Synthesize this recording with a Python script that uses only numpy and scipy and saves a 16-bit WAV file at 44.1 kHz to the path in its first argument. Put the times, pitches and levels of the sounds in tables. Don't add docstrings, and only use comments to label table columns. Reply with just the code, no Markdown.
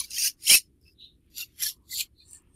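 import sys
import numpy as np
from scipy import signal
from scipy.fft import rfft, irfft
from scipy.io import wavfile
from scipy.ndimage import uniform_filter1d

SR = 44100
rng = np.random.default_rng(int(sys.argv[2]) if len(sys.argv) > 2 else 0)


def generate_wav(signal):
    frames = np.transpose(np.atleast_2d(signal))
    scaled = np.clip(frames, -1, 1) * 32767
    pcm = np.round(scaled).astype(np.int16)
    wavfile.write(sys.argv[1], SR, pcm)


def voltage_ratio(decibels):
    exponent = np.asarray(decibels, float) / 20
    return 10 ** exponent


N = 112454


def evened(x):
    return x / np.sqrt(np.mean(x ** 2) + 1e-20)


def smoothed(x, size, axis=-1):
    return uniform_filter1d(uniform_filter1d(x, size, axis=axis), size, axis=axis)


def read_spectrum(points, hz):
    f, db = np.transpose(points)
    return np.interp(np.log(hz + 1), np.log(f + 1), db, left=-90, right=-90)


def coloured(x, points):
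    hz = np.fft.rfftfreq(len(x), 1 / SR)
    return evened(irfft(rfft(x) * voltage_ratio(read_spectrum(points, hz)), len(x)))


def add(mix, start_s, sound):
    part = mix[max(round(start_s * SR), 0):][:len(sound)]
    part += sound[:len(part)]


# time in seconds, swell in dB.
CATCHES = [(.016, 4), (.023, 5), (.184, 4), (.268, 3), (.277, 2), (.498, 3), (.118, 4), (.134, 5), (.57, 4),
           (.5735, 4), (1.373, 5), (1.383, 5), (1.394, 5), (1.405, 6), (1.409, 4), (1.419, 4), (1.605, 9),
           (1.625, 5), (1.637, 4), (1.666, 4), (1.673, 5), (1.917, 4), (1.942, 6), (1.948, 6), (1.998, 5),
           (2.009, 5), (2.281, 6), (2.311, 10), (2.333, 14), (2.349, 9), (2.359, 5), (2.371, 5)]


def slips():
    slips_per_s, spread_db = 16000, 0.8
    judder_db, judder_s, mottle_db = 0.7, 0.004, 4.0
    catch_s, catch_hz = 0.0012, 3300

    struck = rng.random(N) < slips_per_s / SR
    size = voltage_ratio(spread_db * rng.exponential(1, N)) * struck * rng.standard_normal(N)
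    judder = evened(smoothed(rng.standard_normal(N), round(judder_s * SR)))
    z = signal.stft(size * voltage_ratio(judder_db * judder), nperseg=512, noverlap=384)[2]

    blotches = rng.standard_normal(z.shape)
    blotches = uniform_filter1d(uniform_filter1d(blotches, 2, axis=0), 7, axis=1)
    z = z * voltage_ratio(mottle_db * evened(blotches))
    spray = signal.istft(z, nperseg=512, noverlap=384)[1][:N]

    s, db = np.transpose(CATCHES)
    swell_db = db @ np.exp(-((np.arange(N) / SR - s[:, None]) / catch_s) ** 2)
    hz = np.fft.rfftfreq(N, 1 / SR)
    treble = 1 / (1 + (catch_hz / (hz + 1)) ** 8)
    return rfft(spray) + rfft(spray * (voltage_ratio(swell_db) - 1)) * treble


# frequency in Hz, level in dB per Hz.
PAPER = [(600, -56), (1700, -48), (3200, -14), (5500, -3), (8100, -11), (9000, -4), (12500, -4),
         (15700, -14)]
# time in seconds, level in dB.
HARD_PULLS = [
    [(0, -27), (.012, -34), (.032, -43), (.042, -40), (.078, -57), (.095, -66)],
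    [(.08, -62), (.098, -54), (.112, -41), (.2, -26), (.232, -26), (.25, -23), (.278, -23), (.36, -80)],
    [(.365, -80), (.482, -22), (.514, -12), (.552, -12), (.562, -19), (.578, -23), (.625, -60), (.71, -98)],
    [(1.3, -74), (1.334, -64), (1.38, -37), (1.418, -35), (1.44, -44), (1.475, -68), (1.53, -80)],
    [(1.52, -82), (1.574, -58), (1.6, -42), (1.63, -26), (1.652, -29), (1.69, -29), (1.72, -46),
     (1.78, -82)],
    [(1.83, -88), (1.87, -70), (1.916, -37), (1.97, -33), (2.012, -28), (2.04, -48), (2.085, -85)],
]
# centre in Hz, width in Hz, dB over the paper top.
HARD_PATCHES = [
    [(3100, 1200, -5), (4100, 700, 4), (5000, 900, 5), (6300, 900, 3), (10400, 400, 6), (12300, 500, 2)],
    [(1000, 900, -41), (1850, 450, -15), (2750, 900, -4), (5400, 1500, 6), (6600, 700, 3), (9300, 450, 4)],
    [(2600, 900, -1), (4200, 1000, -2), (5300, 800, 6), (6800, 900, 1), (8900, 1000, 3), (10800, 1000, 1)],
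    [(2200, 600, -12), (2750, 400, 3), (3700, 600, 4), (4600, 730, 7.5), (5800, 500, 2), (7000, 900, 2),
     (12000, 2200, 3)],
    [(2150, 700, -15), (3400, 900, 1), (4400, 700, 2), (5600, 700, 5), (7300, 700, 1), (11500, 2600, 3)],
    [(3500, 500, -2), (4300, 800, 8.5), (7420, 1000, 5), (12200, 800, 4)],
]
# time in seconds, level in dB.
LIGHT_BRUSHES = [
    [(.8, -95), (.815, -74), (.88, -66), (.93, -72), (.95, -90)],
    [(.95, -89), (1.012, -49), (1.056, -48), (1.19, -96)],
    [(2.13, -98), (2.19, -56), (2.23, -58), (2.3, -80)],
    [(2.2, -88), (2.28, -58), (2.34, -48), (2.38, -53), (2.43, -86)],
    [(2.47, -92), (2.53, -73), (2.55, -62.5)],
]
# centre in Hz, width in Hz, dB over the paper top.
BRUSH_PATCHES = [
    [(5100, 600, 17), (12900, 250, 5), (14700, 250, 3)],
    [(3000, 500, 22), (3800, 600, 35)],
    [(3650, 250, 22), (4200, 480, 32.5)],
    [(4400, 400, 2), (6100, 300, 3), (7700, 800, 19), (8860, 850, 19)],
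    [(3500, 300, 5.5), (8700, 500, 22.5)],
]
# time in seconds, level in dB.
EDGE_DRAGS = [
    [(1.21, -95), (1.27, -80), (1.52, -78), (1.6, -95)],
    [(1.95, -60), (2.008, -33), (2.03, -46), (2.075, -75)],
    [(1.6, -90), (1.68, -72), (1.76, -84), (1.83, -78), (1.9, -92)],
    [(2.2, -92), (2.35, -72), (2.55, -82)],
    [(0, -70), (.07, -76), (.25, -80), (.36, -84), (.46, -86), (.5, -90)],
    [(1.86, -90), (1.94, -80), (2.05, -76), (2.1, -90)],
    [(1.56, -80), (1.625, -42), (1.69, -72)],
]
# centre in Hz, width in Hz, dB over the paper top.
EDGE_PATCHES = [
    [(2800, 2000, 20)],
    [(2950, 950, 20)],
    [(1050, 300, 30)],
    [(1050, 500, 30), (1780, 200, 30), (2600, 900, 27)],
    [(1200, 1600, 30)],
    [(1200, 1500, 30)],
    [(2100, 1000, 25)],
]


def jerks():
    drive, out = slips(), np.zeros(N)
    hz, t = np.fft.rfftfreq(N, 1 / SR), np.arange(N) / SR
    paper = voltage_ratio(2 * read_spectrum(PAPER, hz))
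    pressures = HARD_PULLS + LIGHT_BRUSHES + EDGE_DRAGS
    contacts = HARD_PATCHES + BRUSH_PATCHES + EDGE_PATCHES
    for pressure, patches in zip(pressures, contacts):
        power = paper.copy()
        for centre_hz, width_hz, db in patches:
            power += voltage_ratio(2 * db) * np.exp(-((hz - centre_hz) / width_hz * 2.1) ** 2)
        rub = evened(irfft(drive * np.sqrt(power), N))
        s, db = np.transpose(pressure)
        out += rub * voltage_ratio(np.interp(t, s, db, left=-120, right=-120))
    return out


# start in seconds, length in
# seconds, first pitch in Hz, last pitch in Hz, level in dB.
SQUEAKS = [(0.465, .018, 2393, 3500, -26), (0.495, 0.015, 2650, 3450, -16), (.504, .026, 2150, 2450, -20.5),
           (.536, .021, 2580, 2600, -15), (.553, .022, 2600, 2600, -27.5), (.505, .014, 5102, 5500, -24),
           (.0, 0.0076, 10350, 10200, -23), (.165, .014, 3140, 3200, -34.5),
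           (0.175, 0.013, 1900, 1950, -41.5), (0.269, 0.017, 2800, 2900, -34),
           (1.412, .03, 2750, 2760, -37.5), (1.628, 0.017, 5400, 5800, -29),
           (1.655, 0.028, 1707, 1730, -42.5), (1.925, 0.013, 2013, 2040, -41.5),
           (2.0, 0.019, 2600, 2400, -33), (.85, .06, 2600, 2680, -64), (2.2, .036, 2450, 2470, -68),
           (0, .024, 1250, 980, -50), (.006, .02, 2350, 2320, -46), (.034, .022, 2350, 2300, -51),
           (1.37, .07, 1500, 1380, -61), (1.89, .065, 2080, 2020, -61), (.235, .045, 1560, 1680, -48),
           (.59, .09, 5300, 5200, -68),
           (.005, .016, 6400, 5900, -38), (.006, .015, 4200, 3900, -42), (.036, .02, 4800, 4500, -45),
            (.037, .012, 6200, 6100, -51), (.075, .03, 2750, 2760, -61), (.112, .009, 2650, 2700, -45),
            (.104, .008, 4150, 4100, -45), (.113, .012, 4100, 4150, -47), (.131, .007, 4900, 4850, -41),
            (.465, .012, 4900, 6000, -34), (.532, .008, 2200, 2600, -22), (.85, .07, 5000, 5150, -66),
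            (1.401, .02, 3650, 3600, -41), (1.38, .009, 2800, 2800, -44), (1.391, .007, 2850, 2800, -46),
            (1.628, .015, 7000, 7900, -38), (1.669, .012, 5300, 5700, -34), (2.28, .035, 6000, 6050, -63),
            (2.35, .025, 4400, 4450, -65), (2.352, .03, 1800, 1790, -69)]


def squeaks():
    octave_db, waver_depth, flutter_db = -14, 0.006, 3.0
    out = np.zeros(N)
    for start_s, length_s, from_hz, to_hz, db in SQUEAKS:
        u = np.linspace(0, 1, round(length_s * SR))
        drift = evened(uniform_filter1d(rng.standard_normal((2, 4096)), 150))
        waver, flutter = drift[:, :len(u)]
        pitch_hz = (from_hz + (to_hz - from_hz) * u ** 0.7) * (1 + waver_depth * waver)
        phase = 2 * np.pi * np.cumsum(pitch_hz) / SR
        tone = np.sin(phase) + voltage_ratio(octave_db) * np.sin(2 * phase)
        level_db = db + 2.5 + flutter_db * flutter * min(length_s / 0.04, 1.5)
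        add(out, start_s, voltage_ratio(level_db) * np.sin(np.pi * u) ** 0.9 * tone)
    return out


# frequency in Hz, level in dB per Hz.
ROOM = [(18, -9), (42, -7), (65, 0), (110, -8), (220, -15), (330, -13), (520, -30), (800, -48)]
# frequency in Hz, level in dB per Hz.
HISS = [(400, 1), (1200, -3), (3000, -2), (6000, -9), (8300, -7), (8900, 1), (12000, -3), (15000, -10)]


def room():
    room_db, lump_db, hiss_db = -62.5, 1.6, -83
    air, electronics, drift = rng.standard_normal((3, N))
    lumps = evened(smoothed(drift, 1500))
    tone = voltage_ratio(room_db + lump_db * lumps) * coloured(air, ROOM)
    return tone + voltage_ratio(hiss_db) * coloured(electronics, HISS)


def bursts(events, centre_hz, width_hz, rise_s):
    out, t = np.zeros(N), np.arange(512) / SR
    band = np.exp(-((np.fft.rfftfreq(512, 1 / SR) - centre_hz) / width_hz) ** 4)
    envelope = t / rise_s * np.exp(1 - t / rise_s)
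    for s, db in events:
        bright = irfft(rfft(rng.standard_normal(512)) * band, 512)
        add(out, s - rise_s, voltage_ratio(db) * evened(bright) * envelope)
    return out


# time of the peak in seconds, peak in dB.
SNAPS = [
    (.1075, -36),
    (.222, -23),
    (.252, -27),
    (1.63, -32),
    (1.643, -30),
    (2.01, -37),
]


def snaps():
    return bursts(SNAPS, centre_hz=6800, width_hz=3500, rise_s=0.001)


# time of the peak in seconds, peak in
# dB.
TICKS = [(.339, -62), (.814, -68), (.828, -71), (.849, -71), (.873, -69), (.922, -73), (.934, -72),
         (.994, -73), (1.207, -80), (1.263, -76), (1.307, -70), (1.455, -74), (1.755, -72), (1.824, -72),
         (2.184, -70), (2.221, -72), (2.281, -66), (2.311, -54), (2.333, -57), (2.421, -68)]


def bright_ticks():
    return bursts(TICKS, centre_hz=11000, width_hz=4000, rise_s=0.001)


# time in seconds, peak in dB.
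THUMPS = [
    (.516, -23),
    (.551, -27),
    (.528, -30),
]


def thumps():
    thump_s = 0.0004
    u = np.arange(2048) / SR / thump_s
    push = u * np.exp(1 - u) * (1 - u / 5)
    out = np.zeros(N)
    for s, db in THUMPS:
        add(out, s, voltage_ratio(db) * push)
    return out


def scene():
    mix = jerks() + squeaks() + room() + snaps() + bright_ticks() + thumps()
    return mix[None]


def top_cut(x):
    return signal.sosfilt(signal.butter(12, 15790, fs=SR, output="sos"), x)


def record(dry):
    overload, lopsided, edge_hz = 0.48, 0.08, 15800
    limit = overload * (1 + lopsided * np.sign(dry))
    clipped = dry / (1 + abs(dry / limit) ** 4) ** 0.25
    lowpass = signal.firwin(511, edge_hz, window=("kaiser", 9), fs=SR)
    finished = signal.oaconvolve(clipped, lowpass[None], "same")
    return top_cut(finished)


dry = scene()
out = record(dry)
generate_wav(out)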